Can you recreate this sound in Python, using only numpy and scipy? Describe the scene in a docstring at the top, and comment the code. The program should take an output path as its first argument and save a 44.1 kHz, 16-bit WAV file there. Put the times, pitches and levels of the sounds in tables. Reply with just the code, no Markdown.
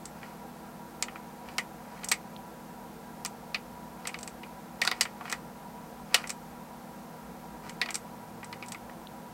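"""Hand-cranked marble lift

A hand slowly cranks a small wooden marble lift on a workbench, close to a mono microphone.
Marbles drop, knock on the track and click together in the queue: noise pushes ringing wood and glass modes.
Drops add a bright crack and a dull thump; the wheel rubs in tiny random slips; two dry ticks are short sines.
Below lie shaped fan noise with hollow resonances, steady hum tones and a thin electric whine."""
import sys
import numpy as np
from scipy.fft import rfft, irfft, next_fast_len
from scipy.io import wavfile

SR = 44100
rng = np.random.default_rng(int(sys.argv[2]) if len(sys.argv) > 2 else 0)


def waveform_to_disk(signal):
    """Save audio, clipped to [-1, 1], as 16-bit WAV at the path in sys.argv[1]."""
    frames = np.transpose(np.atleast_2d(signal))
    scaled = np.clip(frames, -1, 1) * 32767
    samples = np.round(scaled).astype(np.int16)
    wavfile.write(sys.argv[1], SR, samples)


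N = 411453

# resonances of the wooden frame: (centre [Hz], width [Hz], gain [dB])
FRAME_MODES = [(447, 100, -9.5), (727, 51, 3), (970, 210, -1), (1190, 190, 3), (1447, 240, -0.5)]
# resonances of the wooden track: (centre [Hz], width [Hz], gain [dB])
TRACK_MODES = [(1742, 300, -7.5), (1970, 155, 3.5), (2191, 114, 3), (2470, 250, 1), (2925, 89, 1.5),
               (3075, 390, -6)]
# resonances of a hard contact: (centre [Hz], width [Hz], gain [dB])
SNAP_MODES = [(3490, 320, -2), (3940, 460, -0.5), (4424, 126, 2.5), (4705, 153, 3.5), (5070, 740, -5)]
# resonances of the glass marbles: (centre [Hz], width [Hz], gain [dB])
GLASS_MODES = [(5650, 890, -2.5), (6870, 730, -3), (7560, 300, 0), (8270, 490, -0.5), (8520, 390, -1.5),
               (9320, 510, -3.5), (12200, 7700, -14), (14200, 2100, -16)]
# a marble falls and shakes the whole lift: (time [s], track knock [dB], then relative to the knock:
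# frame thud [dB], hard snap [dB], glass click [dB], crack peak [dB]; pitch the struck spot favours [Hz])
MARBLE_DROPS = [(1.0245, -32.5, -7, -0.5, 5.5, 14, 7200), (1.5823, -27, -5.5, -7.5, -5.5, -5, 2020),
                (2.1175, -25, -10.5, -2.5, -2, 11.5, 2130), (3.2494, -40, 1.5, 0.5, 6.5, 19.5, 4700),
                (3.5452, -27.5, -11.5, -3.5, -22, -10, 2560), (4.8164, -23, -15, -6.5, -10.5, -13, 1880),
                (4.8504, -38, 4, 3, 2.5, 5, 1430), (4.875, -28.5, 1.5, 5.5, -6.5, 4, 1470),
                (4.914, -29, -3.5, -1.5, -15, 5, 2080), (5.0098, -24.5, -10.5, -0.5, 2.5, 7, 4600),
                (5.325, -30.5, -2, -5, -3, 0, 1920), (6.1436, -18.5, -9, -1, -4, 5, 2880),
                (7.815, -25, -12.5, -2.5, -19, -4, 2000)]


def amp(db):
    """Decibels to gain."""
    return 10 ** (np.asarray(db) / 20)


def unit(x):
    """x at rms 1."""
    return x / np.sqrt(np.mean(x ** 2) + 1e-20)


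def along(points, hz):
    """Interpolate (Hz, value) points on a log frequency axis."""
    f, v = np.transpose(points)
    return np.interp(np.log(hz + 1), np.log(f + 1), v)


def filtered(x, response):
    """x times a response of frequency."""
    n = x.shape[-1]
    m = next_fast_len(n + 4096, True)
    spectrum = rfft(x, m) * response(np.fft.rfftfreq(m, 1 / SR))
    return irfft(spectrum, m)[..., :n]


def resonance(f, centre_hz, width_hz):
    """Band-pass response of one damped mode, 1 at its centre."""
    damping = 1j * f * width_hz
    return damping / (centre_hz ** 2 - f * f + damping)


def ring(x, modes):
    """x through the parallel modes of a part, neighbours in opposite sign."""
    def response(f):
        return sum((-1) ** k * amp(db) * resonance(f, centre_hz, width_hz)
                   for k, (centre_hz, width_hz, db) in enumerate(modes))
    return filtered(x, response)


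def add(track, s, sound):
    """Mix a sound into the track at time s."""
    part = track[max(round(s * SR), 0):][:len(sound)]
    part += sound[:len(part)]


def swell(t, middle_s, length_s):
    """Bell-shaped envelope, down to exp(-2) one length from its middle."""
    return np.exp(-2 * ((t - middle_s) / length_s) ** 2)


def blows(modes, spot_hz, force_db, ring_scale, direct, box_t60, bench_db, bench_t60, room_db, room_t60,
          favour=1.43, favour_width=0.13, echoes_per_s=14000, dryness_db_per_db=0.16, heavy_db=-18):
    """One fresh blow per contact, at rms 1 over 7 ms: a tap and its scattered echoes drive the modes."""
    t = np.arange(SR // 4) / SR
    # scatter in the wooden box, then over the bench, then the room; t60 in s, box and bench times ring_scale
    box = amp(-60 * t / (box_t60 * ring_scale))
    bench = amp(bench_db - 60 * t / (bench_t60 * ring_scale))
    room = amp(room_db - 60 * t / room_t60)
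    shape = (len(force_db), len(t))
    echoes = rng.standard_normal(shape) * (rng.random(shape) < echoes_per_s / SR)
    push = unit(echoes) * (box + bench + room)
    # a light touch is mostly its first tap; a heavy blow sets the whole lift rattling
    push[:, 0] += direct * amp(dryness_db_per_db * (heavy_db - force_db))
    # modes that move most at the struck spot ring strongest
    spot_hz = np.reshape(spot_hz, (-1, 1))
    push = filtered(push, lambda f: 1 + favour * resonance(f, spot_hz, favour_width * spot_hz))
    sound = ring(push, modes)
    head = sound[:, :round(.007 * SR)]
    return sound / np.sqrt(np.mean(head ** 2, axis=1, keepdims=True))


def contacts(s, knock_db, thud_db, snap_db, click_db, spot_hz, ring_scale):
    """Each contact rings track, frame, hard surface and glass, each at its own level."""
    how = spot_hz, np.maximum(knock_db, click_db), ring_scale
    track = blows(TRACK_MODES, *how, direct=7.3, box_t60=0.019, bench_db=-3.0, bench_t60=0.11,
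                  room_db=-51, room_t60=0.45)
    frame = blows(FRAME_MODES, *how, direct=10, box_t60=0.046, bench_db=-7.0, bench_t60=0.14,
                  room_db=-38, room_t60=0.4)
    snap = blows(SNAP_MODES, *how, direct=16.3, box_t60=0.022, bench_db=-4.5, bench_t60=0.11,
                 room_db=-46, room_t60=0.35)
    glass = blows(GLASS_MODES, *how, direct=5.3, box_t60=0.022, bench_db=-8.5, bench_t60=0.11,
                  room_db=-49, room_t60=0.35)
    parts = [(knock_db, track), (thud_db, frame), (snap_db, snap), (click_db, glass)]
    hits = sum(amp(db)[:, None] * part for db, part in parts)
    out = np.zeros(N)
    for start, hit in zip(s, hits):
        add(out, start, hit)
    return out


def workshop(air_rms_db=-48.5):
    """Fan noise and the hollow resonances it excites, under steady, partly beating tones."""
    # fan noise spectrum, shape only: (frequency [Hz], relative density [dB])
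    fan_spectrum = [(25, -24), (38, -14), (55, -11), (92, -15.5), (170, -4), (275, -9), (380, -14),
                    (460, -5), (600, -9.5), (790, -3), (865, -8.5), (925, -10), (1100, -13), (1500, -16.5),
                    (3000, -26.5), (15500, -31)]
    # resonances that the moving air excites: (centre [Hz], width [Hz], rms level [dB])
    hollow_bands = [(60.7, 10.4, -65.5), (177.6, 8.2, -61), (326.4, 24.6, -60.5), (467, 55, -65),
                    (965.4, 35, -54.5), (1363, 32, -66), (1612, 12, -71)]
    # motor and mains tones and the electric whine: (frequency [Hz], rms level [dB])
    hum_tones = [(118, -73), (161.3, -59), (198.6, -64.5), (206.2, -55.5), (240, -54.5), (243.8, -68.5),
                 (480, -70), (536.5, -65.5), (825.5, -72), (12805, -71), (12835, -81)]
    # a low hum swells briefly: (middle [s], length [s], frequency [Hz], rms level at the middle [dB])
    drone_swell = (8.5, 0.56, 111.5, -58.5)
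    t = np.arange(N) / SR

    def band(hz, width_hz):
        noise = rng.standard_normal(N)
        return unit(filtered(noise, lambda f: 1 / (1 + 2 * ((f - hz) / width_hz) ** 2)))

    def tone(hz, phase_cycles=0):
        return np.sqrt(2) * np.sin(2 * np.pi * (hz * t + phase_cycles))

    fan = filtered(rng.standard_normal(N), lambda f: amp(along(fan_spectrum, f)))
    air = amp(air_rms_db) * unit(fan)
    hollows = sum(amp(db) * band(hz, width_hz) for hz, width_hz, db in hollow_bands)
    hum = sum(amp(db) * tone(hz, rng.random()) for hz, db in hum_tones)
    middle_s, length_s, hz, db = drone_swell
    drone = amp(db) * swell(t, middle_s, length_s) * tone(hz)
    return air + hollows + hum + drone


def clicks(spot_hz=8000, thud_db=-4, snap_db=-6.5, snap_from_wood=0.28, ring_scale=0.89):
    """Glass on glass is short and bright; the snap level also follows the wood's answer."""
    # one marble meets the next in the queue: (time [s], click [dB], track's answer re click [dB])
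    queue_clicks = [(0.0548, -40, -16), (2.044, -35, -14), (2.087, -31, -22), (2.115, -29.5, 0.5),
                    (2.1225, -26, -11), (3.26, -35, -9), (4.0719, -33, -4.5), (4.1885, -46, -3),
                    (4.2091, -51, -11), (4.2298, -39.5, -10.5), (4.276, -39.5, -5.5), (4.836, -43, 3),
                    (4.8693, -42, 3), (5.0312, -38, -15), (5.298, -41, -1), (5.3162, -40, -6),
                    (6.273, -42, -8), (6.2945, -36.5, -5), (6.3025, -33, -6), (7.6945, -45.5, 2),
                    (7.906, -37.5, -5), (7.9438, -33.5, -13), (7.947, -38, -5), (7.9543, -30, -10.5),
                    (8.4444, -46, -15), (8.6615, -52, -13), (8.6841, -44.5, -15), (8.7203, -38.5, -6)]
    s, click_db, wood_db = np.transpose(queue_clicks)
    track_db = click_db + wood_db
    hard_db = click_db + snap_db + snap_from_wood * wood_db
    return contacts(s, track_db, track_db + thud_db, hard_db, click_db, spot_hz, ring_scale)


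def wheel(slips_per_s=2000):
    """Wood grain catches in many tiny slips that sound mainly through frame and track."""
    # the wheel or a rolling marble rubs on the wood: (middle [s], length [s], level at the middle [dB])
    rub_swells = [(0.26, 0.17, -55.5), (1.12, 0.045, -60), (1.508, 0.073, -51.5), (2.015, 0.21, -53),
                  (4.08, 0.15, -55.5), (4.96, 0.19, -51), (5.292, 0.094, -48.5), (6.176, 0.089, -42.5),
                  (7.676, 0.063, -48.5), (7.895, 0.072, -54.5)]
    t = np.arange(N) / SR
    pressure = sum(amp(db) * swell(t, s, length_s) for s, length_s, db in rub_swells)
    slips = rng.standard_normal(N) * (rng.random(N) < slips_per_s / SR)
    voice = unit(ring(slips, TRACK_MODES))
    voice += amp(3.5) * unit(ring(slips, FRAME_MODES))
    voice += amp(-8) * unit(ring(slips, SNAP_MODES))
    voice += amp(-8) * unit(ring(slips, GLASS_MODES))
    return pressure * unit(voice)


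def knocks(thud_db=-3, thud_db_per_octave=11, middle_hz=2000, glass_db=-10, ring_scale=0.91):
    """Lower spots bring more frame thud; snap and glass sound only as far as the contact is hard."""
    # a marble nudges the track: (time [s], knock [dB], snap re knock [dB], pitch the spot favours [Hz])
    track_knocks = [(0.2303, -44, -16, 1900), (1.0831, -41, -18, 1840), (1.1576, -44.5, -25, 1380),
                    (1.4867, -46, -10, 2300), (2.033, -43, -8, 1950), (4.0526, -39.5, -10, 2120),
                    (4.091, -40.5, -13, 2700), (4.1428, -36, -8, 2600), (4.4326, -44, -12, 2400),
                    (5.0528, -37, -20, 1850), (5.2095, -48, -18, 890), (5.2545, -44, -25, 1400),
                    (5.279, -44.5, -17, 1950), (6.2404, -38, -25, 2050), (7.8596, -40, -4, 2050),
                    (7.8879, -35.5, -15, 2170), (8.4299, -42.5, -21, 2100), (8.5274, -41, -2.5, 1950),
                    (8.6252, -39, -10, 2350), (8.7461, -41, -14, 2060), (8.8958, -49, -20, 1850)]
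    s, knock_db, hardness_db, spot_hz = np.transpose(track_knocks)
    frame_db = knock_db + thud_db + thud_db_per_octave * np.log2(middle_hz / spot_hz)
    snap_db = knock_db + hardness_db
    return contacts(s, knock_db, frame_db, snap_db, snap_db + glass_db, spot_hz, ring_scale)


def drops(ring_scale=0.88, growth_per_db=0.004, usual_db=-26):
    """A falling marble sounds every part of the lift at once; heavier falls rattle on for longer."""
    s, db, thud_db, snap_db, click_db, _, spot_hz = np.transpose(MARBLE_DROPS)
    rattle = ring_scale * np.exp(growth_per_db * (db - usual_db))
    return contacts(s, db, db + thud_db, db + snap_db, db + click_db, spot_hz, rattle[:, None])


def thumps(t60_s=0.073, heaviest_peak_db=-27, growth_db_per_db=1.56):
    """A dull, short shudder of the base board; its level falls faster than that of the knock."""
    # the base board under the lift: (centre [Hz], width [Hz], gain [dB])
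    base_modes = [(356, 230, -7.5), (490, 46, 7), (740, 110, 6)]
    out, t = np.zeros(N), np.arange(SR // 8) / SR
    top_db = max(row[1] for row in MARBLE_DROPS)
    for s, db, *_ in MARBLE_DROPS:
        burst = rng.standard_normal(len(t)) * amp(-60 * t / t60_s)
        thump = ring(burst, base_modes)
        peak_db = heaviest_peak_db + growth_db_per_db * (db - top_db)
        add(out, s, amp(peak_db) * thump / np.abs(thump).max())
    return out


def cracks(centre_hz=7500, width_hz=8000, t60_s=0.0036, delay_s=0.0003):
    """A marble stopped dead radiates a very short, bright pulse."""
    out, t = np.zeros(N), np.arange(SR // 100) / SR
    for s, db, *_, crack_db, _ in MARBLE_DROPS:
        burst = rng.standard_normal(len(t)) * amp(-60 * t / t60_s)
        crack = ring(burst, [(centre_hz, width_hz, 0)])
        add(out, s + delay_s, amp(db + crack_db) * crack / np.abs(crack).max())
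    return out


def ticks(hz=3550, crest_s=0.00062):
    """A few quick cycles under a bell envelope, with no ring after them."""
    # two tiny dry ticks: (time [s], envelope peak [dB])
    dry_ticks = [(2.364, -32.5), (9.0714, -32.5)]
    out, t = np.zeros(N), np.arange(SR // 100) / SR
    tick = np.sin(2 * np.pi * hz * t) * np.exp(-3 * (t / crest_s - 1) ** 2)
    for s, db in dry_ticks:
        add(out, s, amp(db) * tick)
    return out


def scene():
    """Both channels carry the same microphone."""
    marbles = clicks() + knocks() + drops() + thumps() + cracks()
    mono = workshop() + marbles + wheel() + ticks()
    return np.array([mono, mono])


def record(dry, top_hz=15900, slope_hz=200):
    """Low-pass with a narrow linear slope centred on the band limit."""
    return filtered(dry, lambda f: np.clip((top_hz - f) / slope_hz + 0.5, 0, 1))


dry = scene()
out = record(dry)
waveform_to_disk(out)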